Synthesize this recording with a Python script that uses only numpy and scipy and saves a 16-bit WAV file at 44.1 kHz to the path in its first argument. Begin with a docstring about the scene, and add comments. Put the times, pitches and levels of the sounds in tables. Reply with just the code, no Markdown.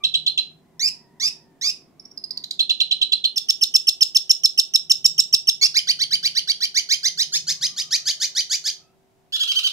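"""Over faint outdoor noise and a brief falling tone, a shrike sings close by in a cage on a porch: sharp tuks,
then rising mews, a run of ticks, more tuks, piercing chips, a squeak, upslurred wheeps and at last a chatter.
Each syllable is one gesture of the voice organ (syrinx): a gliding tone with harmonics, roughened by noise
and filtered by throat and beak. Notes of a kind differ a little; cage and walls answer with short echoes.
Outside there are filtered noise for air and far engines, a hum of steady tones, and soft gliding tones."""
import sys
import numpy as np
from scipy import signal
from scipy.fft import rfft, irfft, next_fast_len
from scipy.io import wavfile
from scipy.ndimage import uniform_filter1d, map_coordinates

SR = 44100
rng = np.random.default_rng(int(sys.argv[2]) if len(sys.argv) > 2 else 0)


def wav_out(sig):
    """Save sig, one row per channel (or a flat mono array), as 16-bit PCM at SR to the path in sys.argv[1]."""
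    wavfile.write(sys.argv[1], SR, np.round(np.clip(np.atleast_2d(sig).T, -1, 1) * 32767).astype(np.int16))


N = 428652

# throat and beak filter of several kinds of note; wheeps shift it: (frequency [Hz], gain [dB])
WIDE_BEAK = [(900, -32), (2100, -13.5), (2600, -17), (4300, -1), (5300, -4), (6200, -1.5), (7100, -14),
             (8200, -26.5), (10500, -24.5), (13300, -32.5), (15500, -45)]


def from_db(db):
    """Turn decibels into a gain."""
    return 10 ** (np.asarray(db) / 20)


def rms_one(x):
    """Scale to unit power."""
    return x / np.sqrt(np.mean(x ** 2) + 1e-20)


def at_hz(points, hz):
    """Read a curve of (frequency, value) points on a log-frequency axis."""
    f, value = np.transpose(points)
    return np.interp(np.log(np.maximum(hz, 1)), np.log(f), value)


def along(rows, where):
    """Read every column of a table at the wanted places of its first column."""
    key, *columns = np.transpose(rows)
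    return [np.interp(where, key, c) for c in columns]


def through(x, spectrum):
    """Filter a sound by a spectrum of gains in dB."""
    size = 2 * next_fast_len(len(x))
    gain = from_db(at_hz(spectrum, np.fft.rfftfreq(size, 1 / SR)))
    return irfft(rfft(x, size) * gain, size)[:len(x)]


def coloured(spectrum, size):
    """Noise of unit power with the given spectrum."""
    return rms_one(through(rng.standard_normal(size), spectrum))


def wobble(hz, size):
    """Random motion, mostly slower than hz, of about unit power."""
    lowpass = signal.butter(2, hz, fs=SR, output="sos")
    motion = rms_one(signal.sosfilt(lowpass, rng.standard_normal(2 * size)))
    return motion[size:]  # skip the filter's start


def shares(length):
    """Progress through a note of the given length in seconds, from 0 to 1."""
    return np.linspace(0, 1, int(length * SR))


def bump(u, at, width):
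    """A passing movement: 1 at its middle, 0 far from it."""
    return np.exp(-((u - at) / width) ** 2)


def switch(u, at, width):
    """A lasting movement from 0 to 1."""
    return .5 + .5 * np.tanh((u - at) / width)


def glide(first, last, share):
    """Go from one value to another."""
    return first + (last - first) * share


def swell(u, rise_db, full_at, release_share, fall_db):
    """Attack, hold and release of a note, in dB; a negative fall makes the end grow."""
    attack = rise_db * np.maximum(1 - u / full_at, 0)
    release = fall_db * np.maximum(1 - (1 - u) / release_share, 0)
    return -attack - release


def stereo_noise(spectrum, side_db):
    """Noise shared by both ears, plus a part that is opposite in the two."""
    shared = coloured(spectrum, N)
    return shared + from_db(side_db) * coloured(spectrum, N) * np.array([[1], [-1]])


def outdoor_air(air_db=-66):
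    """Outdoor air: a steady, wide noise."""
    # colour of the air noise: (frequency [Hz], relative level [dB per Hz])
    air_colour = [(25, -10), (150, 1.5), (420, -7), (750, -5), (1200, -14.5), (15000, -28.5)]
    return from_db(air_db) * stereo_noise(air_colour, side_db=-1.5)


def engine_drone(t):
    """Far engines: low noise with a peak near 150 Hz that swells and sinks."""
    # level of the drone: (time [s], level [dB])
    drone_levels = [(0, -59), (2.2, -64.5), (3.8, -71.5), (4.7, -70.5), (5.05, -55), (5.7, -64),
                    (6.15, -54.5), (6.7, -68), (7.5, -54.5), (8.7, -72.5)]
    level_db, = along(drone_levels, t)
    spectrum = [(50, -20.5), (125, -8), (153, 8), (195, -6), (1200, -45.5)]
    return from_db(level_db) * stereo_noise(spectrum, side_db=-18.0)


def engine_murmur(t, murmur_db=-1):
    """The murmur above the drone: noise strongest near 220 Hz, with a changing level."""
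    # level of the murmur, before murmur_db is added: (time [s], level [dB])
    murmur_levels = [(0.0, -62.5), (2.38, -58), (2.68, -63), (8.25, -72.5), (9.72, -80)]
    level_db, = along(murmur_levels, t)
    spectrum = [(100, -19), (220, 0), (340, -4), (500, -14), (2000, -31), (8000, -53)]
    return from_db(murmur_db + level_db) * stereo_noise(spectrum, side_db=-10)


def faint_hum(hum_waver=.004):
    """A faint hum: sine tones of constant level whose pitch wavers slightly."""
    # tones of the hum: (average frequency [Hz], level [dB])
    hum_tones = [(384, -69), (671, -75.5), (720, -76)]
    out = 0
    for hz, db in hum_tones:
        phase = 2 * np.pi * hz * np.cumsum(1 + hum_waver * wobble(12, N)) / SR
        out = out + from_db(db) * np.sqrt(2) * np.sin(phase)
    return out


def soft_tones(t, overtone_db=-5, waver=0.042):
    """Soft tones with one overtone: a brief falling one at the start, then faint, wavering far calls."""
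    # one row per tone, the level being the peak of its fundamental:
    # (time [s], length [s], first pitch [Hz], last pitch [Hz], level [dB])
    tones = [(0, 0.07, 1190, 1014, -49.5), (0.552, 1.25, 997, 883, -64.5), (1.46, 1.17, 1167, 1034, -73),
             (2.28, 0.19, 1003, 990, -63), (7.45, .7, 1062, 1333, -60), (7.98, .45, 584, 586, -65.5),
             (8.74, 0.22, 1262, 1310, -68)]
    out = 0
    for s, length, first_hz, last_hz, level_db in tones:
        share = np.clip((t - s) / length, 0, 1)
        pitch = glide(first_hz, last_hz, share) * (1 + waver * wobble(60, N))
        phase = 2 * np.pi * np.cumsum(pitch) / SR
        arch = 4 * share * (1 - share)
        out = out + from_db(level_db) * arch * (np.sin(phase) + from_db(overtone_db) * np.sin(2 * phase))
    return out


def neighbourhood(t):
    """Everything in the background, added up: air, far engines, hum and soft tones."""
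    return outdoor_air() + engine_drone(t) + engine_murmur(t) + faint_hum() + soft_tones(t)


def syllable(beak, note_db, pitch, level_db, odd_db, rasp, hiss_db, halves=0, jitter=0.1, flutter=0.12,
             waver=0.0064, balance_db=3, air_db=-29):
    """One note: the harmonics of the syrinx glide through the resonances of throat and beak."""
    size = len(pitch)
    pitch = pitch * (1 + waver * wobble(110, size))
    odd_db = odd_db + balance_db * wobble(90, size)  # no two notes have quite the same colour
    # in rasping stretches the membranes vibrate unevenly
    uneven = 1 + jitter * (rasp + 0.041) * wobble(630, size)
    phase = 2 * np.pi * np.cumsum(pitch * uneven) / SR
    k = np.arange(1, 23)[:, None] / 2
    # odd harmonics follow odd_db; period doubling puts lines halfway between the harmonics
    strength = np.where(k % 1 > 0, halves, np.where(k % 2 == 1, from_db(odd_db), 1))
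    strength = strength * (k * pitch < SR * .4)  # leave out tones that are too high
    tone = through((strength * np.sin(k * phase)).sum(0), beak)
    tone = tone / np.sqrt(uniform_filter1d(tone ** 2, size=64) + 1e-12)  # even out the loudness
    # turbulence: part rings in the throat, part leaves the beak as bright air
    hiss = from_db(hiss_db) * rasp * coloured(beak, size)
    air_colour = [(2000, -32.5), (4000, 4.5), (13500, -3.5), (16000, -16)]
    air = from_db(air_db) * np.sqrt(np.abs(rasp)) * coloured(air_colour, size)
    voice = tone * (1 + flutter * rasp * wobble(330, size)) + hiss + air
    shaped = voice * from_db(level_db) * signal.windows.tukey(size, .06)
    return from_db(note_db) * rms_one(shaped)


def tuk(whistle_hz, note_db, length_s=.029, start_hz=3850, low_hz=2650, snap_at=.4, catch_db=10):
    """A downward scoop catches, rasps and snaps up to a clean, level whistle."""
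    # throat and beak held narrow: (frequency [Hz], gain [dB])
    narrow_beak = [(1800, -48), (2700, -1), (3900, -4.5), (5300, -7.5), (6500, -16.5), (8000, -27.5),
                   (12500, -45.5), (15000, -60.5)]
    u = shares(length_s)
    catch = bump(u, at=0.33, width=0.13)
    scoop = glide(start_hz, low_hz, u / snap_at)
    pitch = glide(scoop, whistle_hz, switch(u, snap_at, width=0.056))
    level_db = swell(u, rise_db=19.5, full_at=.15, release_share=0.33, fall_db=13) - catch_db * catch
    rasp = glide(.08, 0.9, catch)
    return syllable(narrow_beak, note_db, pitch, level_db, odd_db=10, rasp=rasp, hiss_db=-4.0)


def mew(length, note_db, doubling, start_hz=1690, top_hz=2700, climb_share=.42, odd_db=7):
    """A long rise that flattens out, may split roughly in mid-note and frays at the end."""
    u = shares(length)
    pitch = glide(top_hz, start_hz, np.exp(-u / climb_share))
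    level_db = swell(u, rise_db=11.5, full_at=0.63, release_share=0.44, fall_db=5.5)
    split = doubling * bump(u, at=0.41, width=0.25)
    rasp = glide(0.036, 0.5, switch(u, at=0.82, width=.08)) + .25 * split
    # odd harmonics come forward early and step back later
    balance = odd_db * (bump(u, at=0.22, width=0.057) - bump(u, at=0.6, width=0.22))
    return syllable(WIDE_BEAK, note_db, pitch, level_db, balance, rasp, hiss_db=-17, halves=split)


def tick(pitch_hz, note_db, length_s=.008, start_ratio=0.778, clean_hz=5700, rasp_span_hz=1700, odd_db=5):
    """A rough click that clears into a very short pip; the lower it is, the rougher it stays."""
    u = shares(length_s)
    clear = switch(u, at=.2, width=0.14)
    pitch = pitch_hz * glide(start_ratio, 0.99, clear)
    level_db = swell(u, rise_db=19.5, full_at=.33, release_share=0.24, fall_db=21)
    lasting_rasp = 0.051 + ((clean_hz - pitch_hz) / rasp_span_hz) ** 2
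    rasp = glide(0.51, lasting_rasp, clear)
    return syllable(WIDE_BEAK, note_db, pitch, level_db, odd_db, rasp, hiss_db=-13.5, air_db=-26)


def chip(length, note_db, start_hz=3100, whistle_hz=2620, creep_hz=150, land_hz=3530, overshoot_hz=750,
         crack_db=-20, odd_db=-16):
    """The octave settles into a piercing, growing whistle, cracks upward and lands on a weaker tone."""
    # throat and beak in the chips: (frequency [Hz], gain [dB])
    chip_beak = [(1900, -51), (2700, -11.5), (4200, -3), (5300, 1), (6300, -7.5), (8000, -12.5),
                 (10700, -27.5), (13300, -19), (16000, -32.5)]
    u = shares(length)
    entry, crack = bump(u, at=0, width=0.23), switch(u, at=.785, width=0.033)
    whistle = glide(whistle_hz + creep_hz * u ** 2, start_hz, entry)
    pitch = glide(whistle, land_hz, crack) + overshoot_hz * bump(u, at=.84, width=0.044)
    level_db = swell(u, rise_db=16, full_at=0.54, release_share=0.051, fall_db=-6)
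    level_db = level_db + (crack_db - note_db) * crack  # the crack is about equally loud in every chip
    rasp = 0.058 + 0.77 * bump(u, at=.84, width=.07)
    # even harmonics carry the whistle, an octave above the fundamental; odd ones lead at both ends
    balance = glide(glide(odd_db, 10, entry), 6, crack)
    return syllable(chip_beak, note_db, pitch, level_db, balance, rasp, hiss_db=-6, air_db=-14.5,
                    waver=.008, balance_db=6)


def squeak(length, note_db, start_hz=2220, top_hz=3500, bend=2.8, land_hz=2200):
    """A split, shrill note that curls upward and collapses in a rasp."""
    u = shares(length)
    collapse, split = switch(u, at=.85, width=0.065), bump(u, at=0.35, width=0.16)
    pitch = glide(glide(start_hz, top_hz, u ** bend), land_hz, collapse)
    level_db = swell(u, rise_db=13, full_at=0.24, release_share=0.26, fall_db=16)
    rasp = 0.065 + 0.31 * split + 1.3 * collapse
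    return syllable(WIDE_BEAK, note_db, pitch, level_db, odd_db=-5, rasp=rasp, hiss_db=-6.5,
                    halves=0.49 * split, air_db=-22.5)


def wheep(length, shoulder_hz, note_db, held_back, crack, start_hz=1370, flick_hz=3150, shoulder_at=.66,
          crack_db=1, doubling=0.22, catch_db=8, least_gape=0.9, gape_gain=0.32):
    """A climb to a shoulder and a flick; held back, it swells sooner, gapes wider and catches up late."""
    u = shares(length)
    delay = held_back * (1 - switch(u, at=.67, width=0.0925))
    climb = np.minimum(u / shoulder_at, 1) * (1 - delay)
    flick, strain = switch(u, at=.87, width=0.033), bump(u, at=0.592, width=.11)
    pitch = glide(glide(start_hz, shoulder_hz, climb), flick_hz, flick)
    level_db = swell(u, rise_db=16.5, full_at=0.58 * (1 - held_back), release_share=0.19, fall_db=6.5)
    level_db = level_db - crack_db * crack * strain
    level_db = level_db - catch_db * bump(u, at=0.854, width=0.029)  # the voice catches at the jump to the flick
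    # the third harmonic leads at first, the second on the shoulder;
    # in the flick the fundamental comes out unless the climb was held back
    odd_db = 11 * bump(u, at=0, width=0.16) - 10 * bump(u, at=0.74, width=0.12)
    odd_db = odd_db + (14 - 25 * held_back) * bump(u, at=0.99, width=0.11)
    rasp = 0.087 + glide(0.14, 0.87, crack) * strain + 0.34 * flick
    gape = least_gape + gape_gain * held_back
    beak = [(hz * gape, db) for hz, db in WIDE_BEAK]  # a wider gape raises the resonances
    return syllable(beak, note_db, pitch, level_db, odd_db, rasp, hiss_db=-6.5,
                    halves=doubling * crack * strain, waver=0.0099, balance_db=5.5, air_db=-17)


def chatter(length, top_hz, note_db, scoop=0.16, fall=0.344, odd_db=-7):
    """A nasal arch: the even harmonics ring on top; it is harsh where it rises and where it falls away."""
    # throat and beak in the chatter: (frequency [Hz], gain [dB])
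    chatter_beak = [(1000, -28), (2300, -19.5), (3150, 0), (3800, -3), (4600, -7), (6500, -18.5),
                    (8000, -25), (15000, -32.5)]
    u = shares(length)
    entry, drop = bump(u, at=0, width=0.25), switch(u, at=.9, width=0.084)
    pitch = top_hz * (1 - scoop * entry - fall * drop)
    level_db = swell(u, rise_db=13.5, full_at=0.37, release_share=0.21, fall_db=3.5)
    balance = glide(odd_db, 6.5, entry + drop)
    rasp = 0.13 + .5 * entry + 0.82 * drop
    return syllable(chatter_beak, note_db, pitch, level_db, balance, rasp, hiss_db=-3, jitter=0.059)


def phrase(notes, voice):
    """Sing one kind of note at each row's time."""
    out = np.zeros(N + SR)
    for s, *row in notes:
        note, start = voice(*row), int(s * SR)
        out[start:start + len(note)] += note
    return out[:N]


def song():
    """The whole song as it leaves the beak, one phrase for each kind of note."""
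    # tuks: (time [s], whistle pitch [Hz], level [dB])
    tuk_notes = [(0.036, 4027, -15.5), (0.138, 3993, -16), (0.262, 4080, -16.5), (0.374, 4065, -16.5),
                 (2.591, 4120, -15.5), (2.693, 4066, -15), (2.8, 4050, -14.5), (2.909, 4024, -15.5),
                 (3.013, 4030, -15), (3.119, 4043, -14.5), (3.239, 4174, -15.5)]
    # mews: (time [s], length [s], level [dB], period doubling [0-1])
    mew_notes = [(0.794, 0.098, -20, 0), (1.198, 0.093, -21, 0.42), (1.611, 0.098, -21.5, 0.39)]
    # a run of ticks, mostly falling and growing: (time [s], pitch [Hz], level [dB])
    tick_notes = [(1.995, 5420, -39.5), (2.052, 5570, -38.5), (2.112, 5640, -43), (2.174, 5150, -29.5),
                  (2.238, 5040, -26), (2.306, 4880, -24.5), (2.372, 4640, -25), (2.438, 4300, -27),
                  (2.508, 4210, -23)]
    # chips: (time [s], length [s], level [dB])
    chip_notes = [(3.359, 0.027, -18.5), (3.485, 0.025, -14), (3.611, 0.033, -14), (3.739, 0.03, -11),
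                  (3.869, 0.029, -12.5), (4.007, .03, -11), (4.147, 0.03, -11.5), (4.294, 0.025, -9.5),
                  (4.434, .03, -11.5), (4.575, .03, -12), (4.7366, .029, -12), (4.8966, .028, -11),
                  (5.043, 0.025, -9.5), (5.179, 0.03, -12), (5.326, 0.027, -11), (5.471, 0.03, -12.5)]
    # the squeak that opens the wheeps: (time [s], length [s], level [dB])
    squeak_notes = [(5.612, 0.06, -13.5)]
    # wheeps: (time [s], length [s], shoulder pitch [Hz], level [dB],
    # share of the climb held back [0-1], crack [0-1])
    wheep_notes = [(5.742, 0.053, 2487, -16, 0.01, 0), (5.871, 0.048, 2386, -16.5, 0, 0.02),
                   (5.989, .053, 2260, -19, 0, 0.03), (6.107, 0.052, 2335, -18, 0, 0),
                   (6.228, 0.052, 2344, -18.5, 0, 0.27), (6.349, 0.048, 2294, -19, 0.01, 0.1),
                   (6.473, .048, 2325, -18.5, 0, 0.02), (6.604, 0.054, 2350, -20, 0.02, 0.28),
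                   (6.743, 0.057, 2420, -18, 0.14, 0), (6.888, 0.061, 2506, -17.5, 0.18, 0),
                   (7.029, 0.059, 2450, -18.5, 0.25, 0), (7.173, 0.063, 2565, -19.5, 0.31, 0.04),
                   (7.321, 0.061, 2606, -20.5, 0.47, 0.8), (7.468, .061, 2520, -21.5, 0.5, 0.9),
                   (7.61, .062, 2567, -21, 0.31, 0.25), (7.762, .064, 2576, -25, 0.39, 0.95),
                   (7.907, .06, 2425, -19, 0.33, 0), (8.054, 0.064, 2370, -20.5, 0.43, 0.93),
                   (8.199, 0.062, 2450, -21.5, 0.43, 1), (8.349, 0.064, 2425, -20.5, .3, 0.2),
                   (8.496, 0.066, 2466, -21.5, 0.48, 1), (8.639, 0.068, 2392, -23.5, 0.43, 1)]
    # chatter: (time [s], length [s], top pitch [Hz], level [dB])
    chatter_notes = [(9.322, .046, 1750, -23), (9.393, 0.047, 1684, -20), (9.472, .052, 1586, -21.5),
                     (9.548, .05, 1568, -20.5), (9.629, 0.05, 1568, -20)]
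    opening = phrase(tuk_notes, tuk) + phrase(mew_notes, mew) + phrase(tick_notes, tick)
    middle = phrase(chip_notes, chip) + phrase(squeak_notes, squeak)
    return opening + middle + phrase(wheep_notes, wheep) + phrase(chatter_notes, chatter)


def cage_echoes(t, cage_t60=0.11):
    """Bars and cage roof scatter the song at once: sparse random clicks that die away."""
    shape = (2, len(t))
    clicks = rng.standard_normal(shape) * (rng.random(shape) < 2500 / SR)  # about 2500 a second
    return clicks * from_db(-60 * t / cage_t60) * (t > .001)


def wall_tail(t, build_s=0.0029):
    """The walls' tail: bands of noise that build up and die away, the treble first."""
    # time the tail takes to fall by 60 dB: (frequency [Hz], fall time [s])
    porch_t60 = [(1500, 0.28), (4000, 0.26), (7000, 0.25), (14000, 0.21)]
    edges = np.geomspace(700, 17000, 8)
    tail = 0
    for low, high in zip(edges, edges[1:]):
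        bandpass = signal.butter(2, [low, high], "band", fs=SR, output="sos")
        band = signal.sosfilt(bandpass, rng.standard_normal((2, len(t))))
        tail = tail + band * from_db(-60 * t / at_hz(porch_t60, np.sqrt(low * high)))
    return tail * (1 - np.exp(-t / build_s))


def porch(x, cage_db=-14, tail_db=-13):
    """Each moment of the song sets off the echoes of cage and walls (a convolution)."""
    t = np.arange(int(.6 * SR)) / SR
    tail = from_db(tail_db) * rms_one(wall_tail(t))
    cage = from_db(cage_db) * rms_one(cage_echoes(t))
    response = (cage + tail) / np.sqrt(len(t))
    return signal.fftconvolve(x, response, axes=1)[:, :N]


def scene():
    """The song reaches the left ear slightly late; echoes and background surround it."""
    # the bird's place, changing as it hops off the perch and away:
    # (time [s], delay of the left ear [ms], left minus right [dB], song level into the echoes [dB])
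    place = [(0, .15, -4, 3.5), (3.2, 0.16, -5, 2), (3.9, 0.17, -3.5, -2), (7.2, 0.15, -4, 3),
             (7.5, 0.023, -0.5, 4.5), (8.7, 0.013, -2.5, 5.5), (9.3, 0.15, -3, 7)]
    t = np.arange(N) / SR
    late_ms, pan_db, echo_db = along(place, t)
    bird = song() * from_db([pan_db / 2, -pan_db / 2])
    left, right = bird
    late_left = map_coordinates(left, [np.arange(N) - late_ms * SR / 1000], order=3)
    return np.array([late_left, right]) + porch(bird * from_db(echo_db)) + neighbourhood(t)


def record(dry):
    """The loudest peaks are rounded, and the top is cut steeply."""
    rounded = dry / (1 + (dry / .9) ** 8) ** (1 / 8)
    cutoff_hz = 15600
    lowpass = signal.ellip(10, .2, 80, cutoff_hz, fs=SR, output="sos")
    return signal.sosfilt(lowpass, rounded)


dry = scene()
out = record(dry)
wav_out(out)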